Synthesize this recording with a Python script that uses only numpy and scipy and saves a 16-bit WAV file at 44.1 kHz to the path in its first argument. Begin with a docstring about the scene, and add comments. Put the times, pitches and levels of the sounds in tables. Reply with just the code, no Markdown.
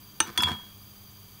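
"""Bottle in a kitchen cupboard

A hand turns a full glass bottle in a wooden cupboard: it clinks on jars and a neighbouring bottle, knocks
and drags on the shelf, and the box booms, while a fridge hums and whines. Glass, board and box are sums of
decaying modes; cracks and scuffs are noise bursts, the drag is random grains, the fridge is coloured noise
plus wavering sines. Wall echoes and a diffuse tail enclose the cupboard sounds."""
import sys
import numpy as np
from scipy import signal
from scipy.fft import rfft, irfft
from scipy.io import wavfile

SR = 44100
rng = np.random.default_rng(int(sys.argv[2]) if len(sys.argv) > 2 else 0)


def to_wav(sig):
    """Store sig (one row per channel, or 1-D mono) as 16-bit WAV at the path in sys.argv[1].

    Samples outside -1..1 are clipped; the rate is SR.
    """
    pcm = np.clip(np.atleast_2d(sig), -1, 1) * 32767
    pcm = np.round(pcm).astype(np.int16)
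    wavfile.write(sys.argv[1], SR, pcm.T)  # frames by channels


def volts(x):
    """Linear amplitude factor 10**(x/20) for a level x in dB, scalar or array-like."""
    e = np.asarray(x, float) / 20
    return 10 ** e


N = 61739  # samples

# Free ring of each glass object, by name: mode_hz, level_db, t60_s
GLASS_MODES = { "empty bottle": [(2440, -5, 0.016), (2900, 2, 0.016), (3750, -5.5, 0.028),
               (5870, -3.5, 0.019), (8240, -5, 0.014), (8590, 4, 0.011), (9050, 2, 0.008),
               (9780, -2, 0.007), (12000, -17, .012)], "small jar": [(6056, -9, .17), (6245, 2, .05),
               (6120, -4, .06)], "wide jar": [(328, -11, 0.094), (885, -3, 0.08), (1312, 0, 0.025),
               (1595, -1, 0.022), (1810, -2, .025)], "tall bottle": [(3365, 0, .42), (6735, -25, .35),
               (7354, -25, .35), (1316, -2, 0.032), (1910, 5, 0.021), (2110, -11.5, 0.11),
               (2980, 12.5, 0.0035), (4750, -1, 0.055), (8630, 4, 0.0062), (9480, -2.5, 0.096),
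               (11960, -22, 0.1), (13200, -1.5, 0.019)], "full bottle": [(3284, 0, .52), (7294, -18, .3),
               (2750, 12, 0.031), (4450, 1, 0.034), (4680, 7, 0.041)], "spice jar": [(1422, 2.5, 0.048),
               (1750, -5, 0.033), (2720, 3, 0.024), (5250, 2.5, 0.024), (5060, -8.5, 0.066)], }
# Glass on glass: start_s, object, ring_level_db, contact_ms, crack_level_db, share of free t60 left by the hand
CLINKS = [(.2026, "empty bottle", -14, .03, -26, 1), (.2042, "small jar", -17, .1, -36, 1),
          (.2040, "wide jar", -17, .1, -36, 1), (.3762, "tall bottle", -25, .04, -30, 1),
          (.3762, "full bottle", -42, .04, -44, 1), (.3785, "small jar", -27, .1, -44, .5),
          (.4052, "spice jar", -26, .1, -38, 1), (.4342, "tall bottle", -22, .11, -29, .45),
          (.4342, "full bottle", -32, .05, -44, 1)]
# Ring of the shelf board: mode_hz, level_db, t60_s
SHELF_MODES = [(700, -11, .03), (785, -8, .035), (872, 0, .04), (972, 3, .05), (1012, -12, .22),
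               (1240, -9, .06), (1500, -12, .05), (1650, -12, .04), (1820, -14, .04)]
# Bottle base on the shelf: start_s, level_db, contact_ms, scuff_level_db
KNOCKS = [(.234, -52, 0.082, -45), (.272, -65, 0.2, -44), (0.381, -28, 0.29, -63), (0.422, -18, 1, -28.5),
          (0.444, -44, 0.49, -75), (.472, -28, 0.41, -63), (.490, -29.5, 0.7, -69), (0.508, -45, 0.11, -68),
          (0.549, -39.5, 0.32, -61), (0.594, -43.5, 0.76, -69)]
# Boom of the cupboard box: mode_hz, level_db, t60_s
BOX_MODES = [(90.5, -6, 0.17), (154.3, -5.5, 0.16), (209.9, 1, 0.26), (241, 0.5, 0.18), (349, 6.5, 0.065)]
# Soft blows to the box: start_s, level_db, contact_ms
THUMPS = [(.204, -39.5, 4.2), (.275, -43, 0.98), (.386, -34, 0.43), (0.402, -40, 0.85), (0.436, -17, 11),
          (0.473, -39.5, 5.4), (0.506, -31.5, 2.8), (0.612, -41, 8.3)]
# Level of the base dragging over the shelf: time_s, level_db
DRAG_LEVEL = [(.195, -65), (.21, -44), (.25, -48.5), (.28, -40), (.31, -53), (.36, -51.5), (.40, -43),
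              (.45, -45), (.48, -32), (.52, -40), (.57, -54), (.66, -57.5), (.75, -66.5)]
# Drag spectrum before the board's lift: freq_hz, density_db_per_hz (relative)
DRAG_COLOUR = [(200, -2), (400, 6), (560, -5), (850, -10), (1300, 1), (2000, -4.5), (3500, -7),
               (7000, -17.5), (10000, -20.5), (16000, -28)]
# Cupboard wall reflections: delay_ms, gain (linear)
WALL_ECHOES = [(.9, .4), (1.75, .4), (2.7, .3), (3.9, .2)]
# Room air spectrum: freq_hz, density_db_per_hz (relative)
ROOM_COLOUR = [(20, -11), (42, -9), (60, -8.5), (100, -1), (204, -12), (500, -21.5), (1000, -24),
               (1700, -31.5), (2700, -29), (3700, -24.5), (4200, -30.5), (5400, -32.5), (7100, -32),
               (10400, -34), (10700, -28.5), (12500, -24), (16000, -23)]
# Fridge whine bands: centre_hz, width_hz, lift_db over the room air
WHINE_BANDS = [(1200, 500, 6), (2350, 250, 10), (3200, 450, 12), (4750, 140, 11), (4680, 500, 14),
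               (6050, 350, 14), (6570, 250, 14), (7650, 90, 14), (8560, 150, 9), (9080, 200, 10),
               (9680, 60, 12), (11150, 800, 10), (13600, 900, 7), (14630, 350, 12), (15570, 300, 12)]
# Fridge mains hum: freq_hz, level_db (rms before the waver)
HUM_TONES = [(100, -61), (200.5, -60.5), (300.5, -72.5), (401, -73)]


def curve(rows, at, warp=lambda v: v):
    """Join table rows by straight lines on a warped axis."""
    rows = np.array(rows, float)
    return np.interp(warp(at), warp(rows[:, 0]), rows[:, 1])


def shaped(x, db_of_hz):
    """Colour a sound by a spectrum in dB and bring it to rms 1."""
    hz = np.maximum(np.fft.rfftfreq(len(x), 1 / SR), 1)
    y = irfft(rfft(x) * volts(db_of_hz(hz)), len(x))
    return y / np.sqrt(np.mean(y ** 2))


def decay(t, t60_s):
    """Exponential fall of 60 dB in t60_s."""
    return np.exp(-np.log(1000) * t / t60_s)


def burst(noise, start_s, level_db, t60_s):
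    """Noise that starts at once and dies away."""
    t = np.arange(N) / SR - start_s
    return volts(level_db) * noise * (t > 0) * decay(np.abs(t), t60_s)


def strike(modes, start_s, level_db, contact_ms):
    """A blow rings all modes; longer contact swells in slower and weakens high modes."""
    t = np.maximum(np.arange(N) / SR - start_s, 0)
    hz, mode_db, t60_s = np.array(modes, float).T[:, :, None]
    contact_s = contact_ms / 1000
    sense = (-1.) ** np.arange(len(modes))[:, None]  # neighbouring rows in opposite sense
    gain = sense * volts(mode_db) / (1 + (hz * contact_s) ** 2)
    rings = gain * decay(t, t60_s) * np.sin(2 * np.pi * hz * t)
    swell = 1 - np.exp(-t / contact_s)
    return volts(level_db) * rings.sum(axis=0) * swell


def room_and_whine():
    """Room air noise, lifted in resonance-shaped bands where the fridge whines."""
    noise_rms_db = -50

    def colour(hz):
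        whine = sum(lift_db / (1 + (2 * (hz - f) / width_hz) ** 2) for f, width_hz, lift_db in WHINE_BANDS)
        return curve(ROOM_COLOUR, hz, np.log) + whine

    return volts(noise_rms_db) * shaped(rng.standard_normal(N), colour)


def fridge_hum():
    """Mains hum: sines, each wavering slowly in level on its own."""
    waver_rms_db, waver_corner_hz = 1.0, 8
    t = np.arange(N) / SR
    out = np.zeros(N)
    for hz, level_db in HUM_TONES:
        slow = shaped(rng.standard_normal(N), lambda f: -20 * np.log10(1 + (f / waver_corner_hz) ** 2))
        tone = np.sqrt(2) * np.sin(2 * np.pi * (hz * t + rng.random()))
        out += volts(level_db) * volts(waver_rms_db * slow) * tone
    return out


def drag():
    """Friction as dense uneven grains of random sign, coloured by the shelf board's modes."""
    grains_per_s, grain_spread_db, board_lift_db = 3000, 2.5, 6
    present, sign, size = rng.random((3, N))
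    grain_gain = volts(-grain_spread_db * np.log(1 - size))  # exponential spread in dB
    grains = (present < grains_per_s / SR) * np.sign(sign - .5) * grain_gain

    def colour(hz):
        board = sum(board_lift_db / (1 + ((hz - f) * t60_s * np.pi / np.log(1000)) ** 2)
                    for f, _, t60_s in SHELF_MODES)
        return curve(DRAG_COLOUR, hz, np.log) + board

    return shaped(grains, colour) * volts(curve(DRAG_LEVEL, np.arange(N) / SR))


def glass():
    """Each clink cracks and rings its object; a new contact damps that object's old ring."""
    crack_t60_s, crack_corner_hz, damping_s = 0.023, 4500, 0.0019

    def crack_colour(hz):
        return 20 * np.log10(hz / 1000 / (1 + hz / 1000) / (1 + (hz / crack_corner_hz) ** 2))

    t = np.arange(N) / SR
    grit = shaped(rng.standard_normal(N), crack_colour)
    out = np.zeros(N)
    for start_s, name, level_db, contact_ms, crack_db, t60_share in CLINKS:
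        later_s = [row[0] for row in CLINKS if row[1] == name and row[0] > start_s]
        again_s = min(later_s + [N])  # N: never
        modes = np.array(GLASS_MODES[name]) * [1, 1, t60_share]
        ring = strike(modes, start_s, level_db, contact_ms)
        out += ring * np.exp(-np.maximum(t - again_s, 0) / damping_s)
        out += burst(grit, start_s, crack_db, crack_t60_s)
    return out


def box_thumps():
    """Soft blows set the low modes of the cupboard box booming."""
    return sum(strike(BOX_MODES, start_s, level_db, contact_ms) for start_s, level_db, contact_ms in THUMPS)


def shelf_knocks():
    """Knocks ring the board, mode levels varying with the place hit, under a short bright scuff."""
    scuff_t60_s, spot_spread_db = .045, 2
    grit = shaped(rng.standard_normal(N), lambda hz: 10 * np.log10(hz))
    # only the level column varies
    spots = spot_spread_db * rng.standard_normal((len(KNOCKS), len(SHELF_MODES), 1)) * [0, 1, 0]
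    out = np.zeros(N)
    for spot, (start_s, level_db, contact_ms, scuff_db) in zip(spots, KNOCKS):
        out += strike(SHELF_MODES + spot, start_s, level_db, contact_ms)
        out += burst(grit, start_s, scuff_db, scuff_t60_s)
    return out


def cupboard(x):
    """The box gives off no deep bass; its walls add a few echoes and a short diffuse tail."""
    low_cut_hz, tail_db, tail_t60_s, tail_top_hz = 62, -14, .15, 6000
    x = signal.sosfilt(signal.butter(3, low_cut_hz, "high", fs=SR, output="sos"), x)
    n = np.arange(N)
    walls = sum(gain * np.interp(n - ms * SR / 1000, n, x, left=0) for ms, gain in WALL_ECHOES)
    t = np.arange(SR // 2) / SR
    noise = shaped(rng.standard_normal(len(t)), lambda hz: -10 * np.log10(1 + (hz / tail_top_hz) ** 4))
    tail = noise * decay(t, tail_t60_s)
    tail = tail / np.sqrt(np.sum(tail ** 2))  # unit energy
    return x + walls + volts(tail_db) * signal.fftconvolve(x, tail)[:N]


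def scene():
    """Bottle sounds inside the cupboard, over the kitchen; one channel."""
    kitchen = room_and_whine() + fridge_hum()
    inside = drag() + glass() + box_thumps() + shelf_knocks()
    return (cupboard(inside) + kitchen)[None]


def roll_off(x):
    """The treble ends steeply here."""
    return signal.sosfilt(signal.butter(12, 16850, fs=SR, output="sos"), x)


def record(dry):
    """The phone cuts the top steeply."""
    top_hz, ripple_db, stop_db = 15720, .5, 50
    mix = signal.sosfilt(signal.ellip(14, ripple_db, stop_db, top_hz, fs=SR, output="sos"), dry)
    return roll_off(mix)


dry = scene()
out = record(dry)
to_wav(out)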